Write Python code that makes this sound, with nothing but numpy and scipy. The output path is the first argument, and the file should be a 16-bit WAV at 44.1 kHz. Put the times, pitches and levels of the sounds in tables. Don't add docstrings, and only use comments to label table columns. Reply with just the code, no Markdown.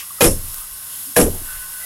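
import sys
import numpy as np
from scipy import signal
from scipy.fft import rfft, irfft, next_fast_len
from scipy.io import wavfile
from scipy.ndimage import map_coordinates

SR = 44100
rng = np.random.default_rng(int(sys.argv[2]) if len(sys.argv) > 2 else 0)


def generate_wav(signal):
    frames = np.transpose(np.atleast_2d(signal))
    scaled = np.clip(frames, -1, 1) * 32767
    pcm = np.round(scaled).astype(np.int16)
    wavfile.write(sys.argv[1], SR, pcm)


def how_loud(loudness_db):
    steps = np.asarray(loudness_db, float) / 20
    return 10 ** steps


N = 81585
T = np.arange(N) / SR
BLOWS = (0, 5)
GRAZE_LEAD_S = 0.0069


def unit(x):
    return x / np.sqrt(np.mean(x ** 2) + 1e-20)


def along(points, hz):
    point_hz, value = np.transpose(points)
    return np.interp(np.log(hz + 1), np.log(point_hz + 1), value)


def over_time(points):
    return np.interp(T, *np.transpose(points))


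def noise(gain):
    m = next_fast_len(N)
    spectrum = rfft(rng.standard_normal(m)) * gain(np.fft.rfftfreq(m, 1 / SR))
    return unit(irfft(spectrum, m)[:N])


def colour(points):
    return noise(lambda hz: how_loud(along(points, hz)))


def narrow(centre_hz, wide_hz):
    return noise(lambda hz: 1 / (1 + (2 * (hz - centre_hz) / wide_hz) ** 2))


def wobble(rate_hz):
    knots = rng.standard_normal(int(N * rate_hz / SR) + 4)
    return map_coordinates(knots, [T * rate_hz])


def fade(start_s, t60, rise_s):
    t = np.maximum(T - start_s, 0)
    return how_loud(-60 * t / t60) * (1 - np.exp(-t / rise_s))


def bump(rows):
    return sum(how_loud(db) * np.exp(-((T - s) / length_s) ** 2) for s, db, length_s in rows)


def rings(rows, rise_s):
    return sum(how_loud(db) * fade(s, t60, rise_s) * np.sin(2 * np.pi * hz * (T - s))
               for s, db, hz, t60 in rows)


# frequency in Hz, level in dB.
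SITE_SPECTRUM = [(15, -19.5), (60, -6), (250, -17.5), (420, -18), (800, -13.5), (1050, -6.5), (2000, -11),
                 (2300, -11)]
SITE_TOP_END = [(2300, 0), (2700, -60)]
# frequency in Hz, level in dB.
GENERATOR_HUM = [(78, -57), (160, -59.5)]
SITE_DB, SITE_DRIFT_DB = -50.5, 1.2


def site():
    hum = sum(how_loud(db + SITE_DRIFT_DB * wobble(7.4)) * np.sin(2 * np.pi * hz * T)
              for hz, db in GENERATOR_HUM)
    floor = noise(lambda hz: how_loud(along(SITE_SPECTRUM, hz) + along(SITE_TOP_END, hz)))
    return how_loud(SITE_DB + SITE_DRIFT_DB * wobble(5.6)) * floor + hum


# frequency in Hz, level in dB.
HISS_SPECTRUM = [(2300, -26), (2550, -14.5), (4000, -13.5), (5900, -15), (9000, -6), (11000, 1),
                 (13500, -5), (15750, -15)]
# time in seconds, level in dB.
HISS_EFFORT = [(0, -34.5), (.04, -33), (.2, -32.5), (.38, -32), (.48, -31), (.58, -30), (.66, -32.5),
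               (.87, -32.5), (.95, -30), (1.05, -29.5), (1.13, -32), (1.37, -31), (1.55, -30), (1.7, -32),
               (1.85, -30.5)]
HISS_DRIFT_DB, HISS_FLUTTER_DB = 0.4, 0.4


def blade_hiss():
    level_db = over_time(HISS_EFFORT) + HISS_DRIFT_DB * wobble(9.94) + HISS_FLUTTER_DB * wobble(150)
    return how_loud(level_db) * colour(HISS_SPECTRUM)


# time in seconds, level in dB.
WHINE_LOAD = [(0, -63), (.5, -60), (.58, -54.5), (.8, -57.5), (.93, -54), (1.1, -58), (1.42, -59),
              (1.47, -42.5), (1.515, -37.5), (1.56, -44), (1.6, -47), (1.63, -39.5), (1.68, -49.5),
              (1.72, -48.5), (1.76, -42), (1.82, -41.5), (1.84, -50)]
# time in seconds, rotation in Hz.
SHAFT_SPEED = [(0, 167.2), (1.1, 168.3), (1.45, 167.2), (1.85, 166.2)]
# multiple of shaft speed, level in dB.
SHAFT_ORDERS = [(6, -22), (7, -18), (8, -17), (9, 0), (10.7, -15), (16, -18), (17, -16)]
WHINE_DB, WHINE_FLUTTER_DB = 3.0, 1.5
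BLUR_DB, BLUR_HZ, BLUR_WIDE_HZ = -11, 1570, 140


def shaft_whine():
    shaft_hz = over_time(SHAFT_SPEED) * (1 + 0.0018 * wobble(60))
    turn = 2 * np.pi * np.cumsum(shaft_hz) / SR
    orders = sum(how_loud(db + WHINE_FLUTTER_DB * wobble(40.1)) * np.sin(k * turn + 6 * rng.random())
                 for k, db in SHAFT_ORDERS)
    blur = how_loud(BLUR_DB) * narrow(BLUR_HZ, BLUR_WIDE_HZ)
    return how_loud(over_time(WHINE_LOAD) + WHINE_DB) * (orders + blur)


# frequency in Hz, width in Hz, level in dB.
CASING_MODES = [(1070, 15.5, -57), (1950, 22, -62), (2868, 33, -61.5), (3410, 69, -60.5),
                (5320, 810, -50.5), (9650, 33, -47.5), (6670, 210, -55)]
# centre in seconds, level in dB, length in seconds.
CASING_FLARES = [(1.55, -53, .03), (1.62, -56, .03), (1.75, -53, .02), (1.83, -44, .035)]
CASING_DRIFT_DB = 1.6


def tool_casing():
    casing = sum(how_loud(db + CASING_DRIFT_DB * wobble(10.06)) * narrow(hz, wide_hz)
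                 for hz, wide_hz, db in CASING_MODES)
    return casing + bump(CASING_FLARES) * narrow(1987, 63)


# centre in seconds, level in dB, length in seconds, frequency in Hz.
BLADE_BITES = [(.48, -52, .03, 1080), (.59, -48, .07, 1200), (.6, -54, .04, 3300), (.95, -49, .06, 3200),
               (1.52, -47, .05, 1450), (1.61, -51, .03, 3000), (1.83, -47, .04, 1400),
               (1.56, -52, .06, 1900), (1.7, -53, .03, 1050), (1.83, -55, .04, 650)]
BITE_Q, BITE_FLUTTER_DB = 3.5, 2.7


def bites():
    return sum(bump([(s, db, length_s)]) * how_loud(BITE_FLUTTER_DB * wobble(59.24)) * narrow(hz, hz / BITE_Q)
               for s, db, length_s, hz in BLADE_BITES)


# frequency in Hz, level in dB.
EARLIER_SPECTRUM = [(600, -17.5), (1800, -7.5), (2800, 2), (4000, -7), (9000, -5.5)]
EARLIER_DB, EARLIER_T60_S = -27.5, 0.17


def earlier_knock():
    return how_loud(EARLIER_DB - 60 * T / EARLIER_T60_S) * colour(EARLIER_SPECTRUM)


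# start in seconds, level in dB, frequency in Hz, t60 in seconds.
FAR_KNOCKS = [(0, -34, 1950, 0.064), (.02, -43, 1140, 0.17), (0.104, -36, 1140, 0.063),
              (.14, -48.5, 1080, .06), (0.184, -36.5, 1270, 0.095)]


def far_knocks():
    return sum(how_loud(db) * fade(s, t60, 0.0015) * narrow(hz, 150) for s, db, hz, t60 in FAR_KNOCKS)


# centre in seconds, level in dB, length in seconds.
HEAD_SWISH = [(1.0, -60, 0.03), (1.1, -47, .03)]


def swish():
    return bump(HEAD_SWISH) * narrow(267, 40)


# start in seconds, peak level in dB.
GRIT_TICKS = [(0.429, -22), (0.484, -13), (0.5424, -7.5), (0.583, -11.5), (0.609, -21), (1.012, -20),
              (1.0657, -16)]
GRIT_DB, GRIT_T60_S, GRIT_RISE_S = -8, 0.015, 0.00078


def grit():
    ticks = sum(how_loud(db + GRIT_DB) * fade(s, GRIT_T60_S, GRIT_RISE_S) for s, db in GRIT_TICKS)
    return ticks * colour([(3000, -9.0), (9000, -0.5), (15000, 2.5)])


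# start in seconds, level in dB, t60 in seconds.
SHAKE_EVENTS = [(.255, -28, .5), (.43, -39, .5), (1.27, -32, .5), (1.53, -44, .3)]
# frequency in Hz, level in dB.
SHAKE_SPECTRUM = [(8, -25), (20, -28), (55, -10), (100, -3), (146, -20), (220, -57)]
# start in seconds, level in dB, frequency in Hz, t60 in seconds.
FRAME_LURCHES = [(.262, -13, 20, .7), (.225, -25, 88, .4), (.27, -15, 38, .3), (.255, -18, 76, .5),
                 (.3, -25, 100, .45), (.445, -29, 60, .2), (.497, -29, 45, .14), (.575, -37, 35, .4),
                 (.715, -39, 40, .25), (1.221, -12, 26, .2), (1.18, -25, 98, .3), (1.228, -16, 74, .35),
                 (1.235, -17, 40, .2), (1.268, -20, 18, .9), (1.305, -23, 85, .3), (1.42, -28, 50, .15),
                 (1.525, -31, 32, .2), (1.565, -35, 45, .3)]
SHAKE_RISE_S, LURCH_RISE_S = 0.0038, 0.0043


def shake():
    rumble = sum(how_loud(db) * fade(s, t60, SHAKE_RISE_S) * colour(SHAKE_SPECTRUM)
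                 for s, db, t60 in SHAKE_EVENTS)
    return rings(FRAME_LURCHES, LURCH_RISE_S) + rumble


# centre in seconds, level in dB, length in seconds, frequency in Hz.
BOARD_RATTLES = [(1.268, -23, .012, 420), (1.282, -25, .012, 310), (1.283, -23, .011, 480),
                 (1.43, -48, .025, 300), (.325, -33, .015, 520), (.4, -48, .015, 500),
                 (1.35, -45, .05, 750), (1.355, -38, .022, 385), (.247, -22, .006, 5200),
                 (.214, -23, .005, 2500), (1.172, -21, .008, 1690), (1.21, -25, .004, 6000)]
RATTLE_Q = 3.2


def rattle():
    return sum(bump([(s, db, length_s)]) * narrow(hz, hz / RATTLE_Q)
               for s, db, length_s, hz in BOARD_RATTLES)


# frequency in Hz, level in dB.
SPLINTER_SPECTRUM = [(3000, -18), (4900, -15), (5300, -4), (6300, -5.5), (8500, -0.5), (11600, 7),
                     (12150, -2.5), (12500, -38)]
SPLINTER_RISE_S, SPLINTER_T60_S, SPLINTER_FLUTTER_DB = 0.0035, 0.2, 0.64
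GRAZE_DB, GRAZE_T60_S, GRAZE_RISE_S = -20.5, 0.15, 0.004


def splinters():
    burst = sum(how_loud(splinter_db) * fade(s, SPLINTER_T60_S, SPLINTER_RISE_S)
                for s, _, splinter_db, _, _ in CONTACTS)
    graze = sum(how_loud(GRAZE_DB) * fade(CONTACTS[k][0] - GRAZE_LEAD_S, GRAZE_T60_S, GRAZE_RISE_S)
                for k in BLOWS)
    return (burst * how_loud(SPLINTER_FLUTTER_DB * wobble(300)) + graze) * colour(SPLINTER_SPECTRUM)


def bracket():
    return how_loud(-22.5) * fade(0.267, 0.2, 0.0052) * narrow(5400, 500)


# start in seconds, strength in dB, splinter level in dB, tick level in dB,
# dullness in dB per octave.
CONTACTS = [
    (0.2072, 4, -13.5, -6, -2),
    (.219, 4, -11, -13, 16),
    (.238, 0.5, -12.5, -32, -0.5),
    (0.261, -12, -27, -32, -1.5),
    (0.308, -32, -27, -26, 6),
    (1.1634, 7, -5, -5, 0),
    (1.184, 2, -44, -30, 2),
    (1.197, -4.5, -21.5, -39, 1.5),
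    (1.21, -3, -22, -20, 1),
    (1.262, -13, -52, -52, 3),
]
# frequency in Hz, level in dB, t60 in seconds.
TREAD_MODES = [(144.6, -4.5, 0.2), (255.2, -11.5, 0.2), (327.3, -10, 0.17), (383.2, -15.5, 0.19),
               (481.5, -6.5, 0.1), (575, -11, 0.054), (632, -13, 0.07), (912, -16.5, 0.062),
               (1202, -11.5, 0.076), (1693, -7, 0.034), (2476, -8.5, 0.044), (2815, -18.5, 0.016)]
# frequency in Hz, level in dB.
CLATTER_SPECTRUM = [(60, 1.5), (150, -9), (500, -4.5), (750, -13.5), (1050, -17.5), (2000, -19.5),
                    (4500, -22.5), (9000, -25)]
# frequency in Hz, t60 in seconds.
CLATTER_T60_S = [(80, 0.47), (300, 0.22), (1000, 0.16), (3000, 0.12), (12000, 0.022)]
# start in seconds, level in dB, frequency in Hz, t60 in seconds.
BOARD_NOTES = [(.2073, 6, 557, 0.053), (.2073, -5.5, 785, 0.077), (.2073, -4.5, 2500, 0.056),
               (.216, -0.5, 477, 0.16), (.247, -8, 322, .1), (.212, -9, 313, .1), (.268, -14, 530, 0.16),
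               (.241, -13.5, 2445, 0.078), (.28, -37, 2700, 0.18), (1.164, 2.5, 482, 0.19),
               (1.195, -8.5, 168, 0.12), (1.1635, -0.5, 1680, 0.042), (1.1635, -4, 650, 0.13),
               (1.19, -9, 300, 0.14), (1.335, -34.5, 379, 0.17)]
RING_DB, CLATTER_DB, MODE_SCATTER_DB = -10, 12, 2.5
SWELL_CYCLES, PIVOT_HZ = 5.8, 298
CONTACT_S, BOARD_RISE_S = 0.003, 0.003
TICK_T60_S, TICK_TOP_HZ = 0.045, 9000


def tread():
    out, t = np.zeros(N + SR), T[:SR // 2]
    onset = 1 - np.exp(-t / CONTACT_S)
    tick_filter = signal.butter(2, TICK_TOP_HZ, fs=SR)
    for s, db, _, tick_db, dull_db in CONTACTS:
        def tilt(hz):
            return -dull_db * np.log2(np.maximum(hz / PIVOT_HZ, 1))

        ring = 0
        for hz, mode_db, t60 in TREAD_MODES:
            level_db = mode_db + tilt(hz) + MODE_SCATTER_DB * rng.normal()
            swell = 1 - np.exp(-(t * hz / SWELL_CYCLES) * hz / 480)
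            ring = ring + how_loud(level_db - 60 * t / t60) * np.sin(2 * np.pi * hz * (t + s)) * swell

        f, u, z = signal.stft(rng.standard_normal(len(t)), SR, nperseg=512)
        band_db = (along(CLATTER_SPECTRUM, f) + tilt(f))[:, None]
        decay_db = -60 * u / along(CLATTER_T60_S, f)[:, None]
        clatter = signal.istft(z * how_loud(band_db + decay_db), SR, nperseg=512)[1][:len(t)]

        crack = signal.lfilter(*tick_filter, rng.standard_normal(len(t)))
        tick = how_loud(tick_db - 60 * t / TICK_T60_S) * crack
        wood = how_loud(db + RING_DB) * ring + how_loud(db + CLATTER_DB) * clatter * onset
        out[round(s * SR):][:len(t)] += wood + tick * onset
    return out[:N] + rings(BOARD_NOTES, BOARD_RISE_S)


# frequency in Hz, t60 in seconds.
YARD_T60_S = [(150, 0.62), (400, 0.44), (800, 1), (3000, .2), (12000, 0.6)]
YARD_DB = -32


def yard(x):
    f, u, z = signal.stft(rng.standard_normal(SR // 2), SR, nperseg=256)
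    decay = how_loud(-60 * u / along(YARD_T60_S, f)[:, None])
    tail = signal.istft(z * decay, SR, nperseg=256)[1]
    return how_loud(YARD_DB) * signal.fftconvolve(x, tail / np.linalg.norm(tail))[:N]


def scene():
    background = site() + blade_hiss() + shaft_whine() + tool_casing() + bites()
    small = earlier_knock() + far_knocks() + swish() + grit()
    debris = shake() + rattle() + splinters() + bracket()
    blow = tread()
    low_cut = signal.butter(2, 200, "high", fs=SR)
    blow = signal.lfilter(*low_cut, blow + yard(blow))
    return (background + small + debris + blow)[None]


CLIP_TOP, CLIP_HARD = 0.47, 2.56
CLIP_OPENS, CLIP_OPEN_S = 0.75, 0.045


def overload(x):
    starts_s = [CONTACTS[k][0] for k in BLOWS]
    since_s = np.minimum(*[np.where(T >= s - GRAZE_LEAD_S, T - s, 9) for s in starts_s])
    top = CLIP_TOP * (1 + CLIP_OPENS * np.clip(since_s / CLIP_OPEN_S, 0, 1) ** 2)
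    return x / (1 + np.abs(x / top) ** CLIP_HARD) ** (1 / CLIP_HARD)


def roll_off(x):
    return signal.sosfilt(signal.butter(12, 16830, fs=SR, output="sos"), x)


TOP_HZ = 15830


def record(dry):
    m = next_fast_len(N)
    passband = np.fft.rfftfreq(m, 1 / SR) < TOP_HZ
    mix = irfft(rfft(overload(dry), m) * passband, m)[:, :N]
    return roll_off(mix)


dry = scene()
out = record(dry)
generate_wav(out)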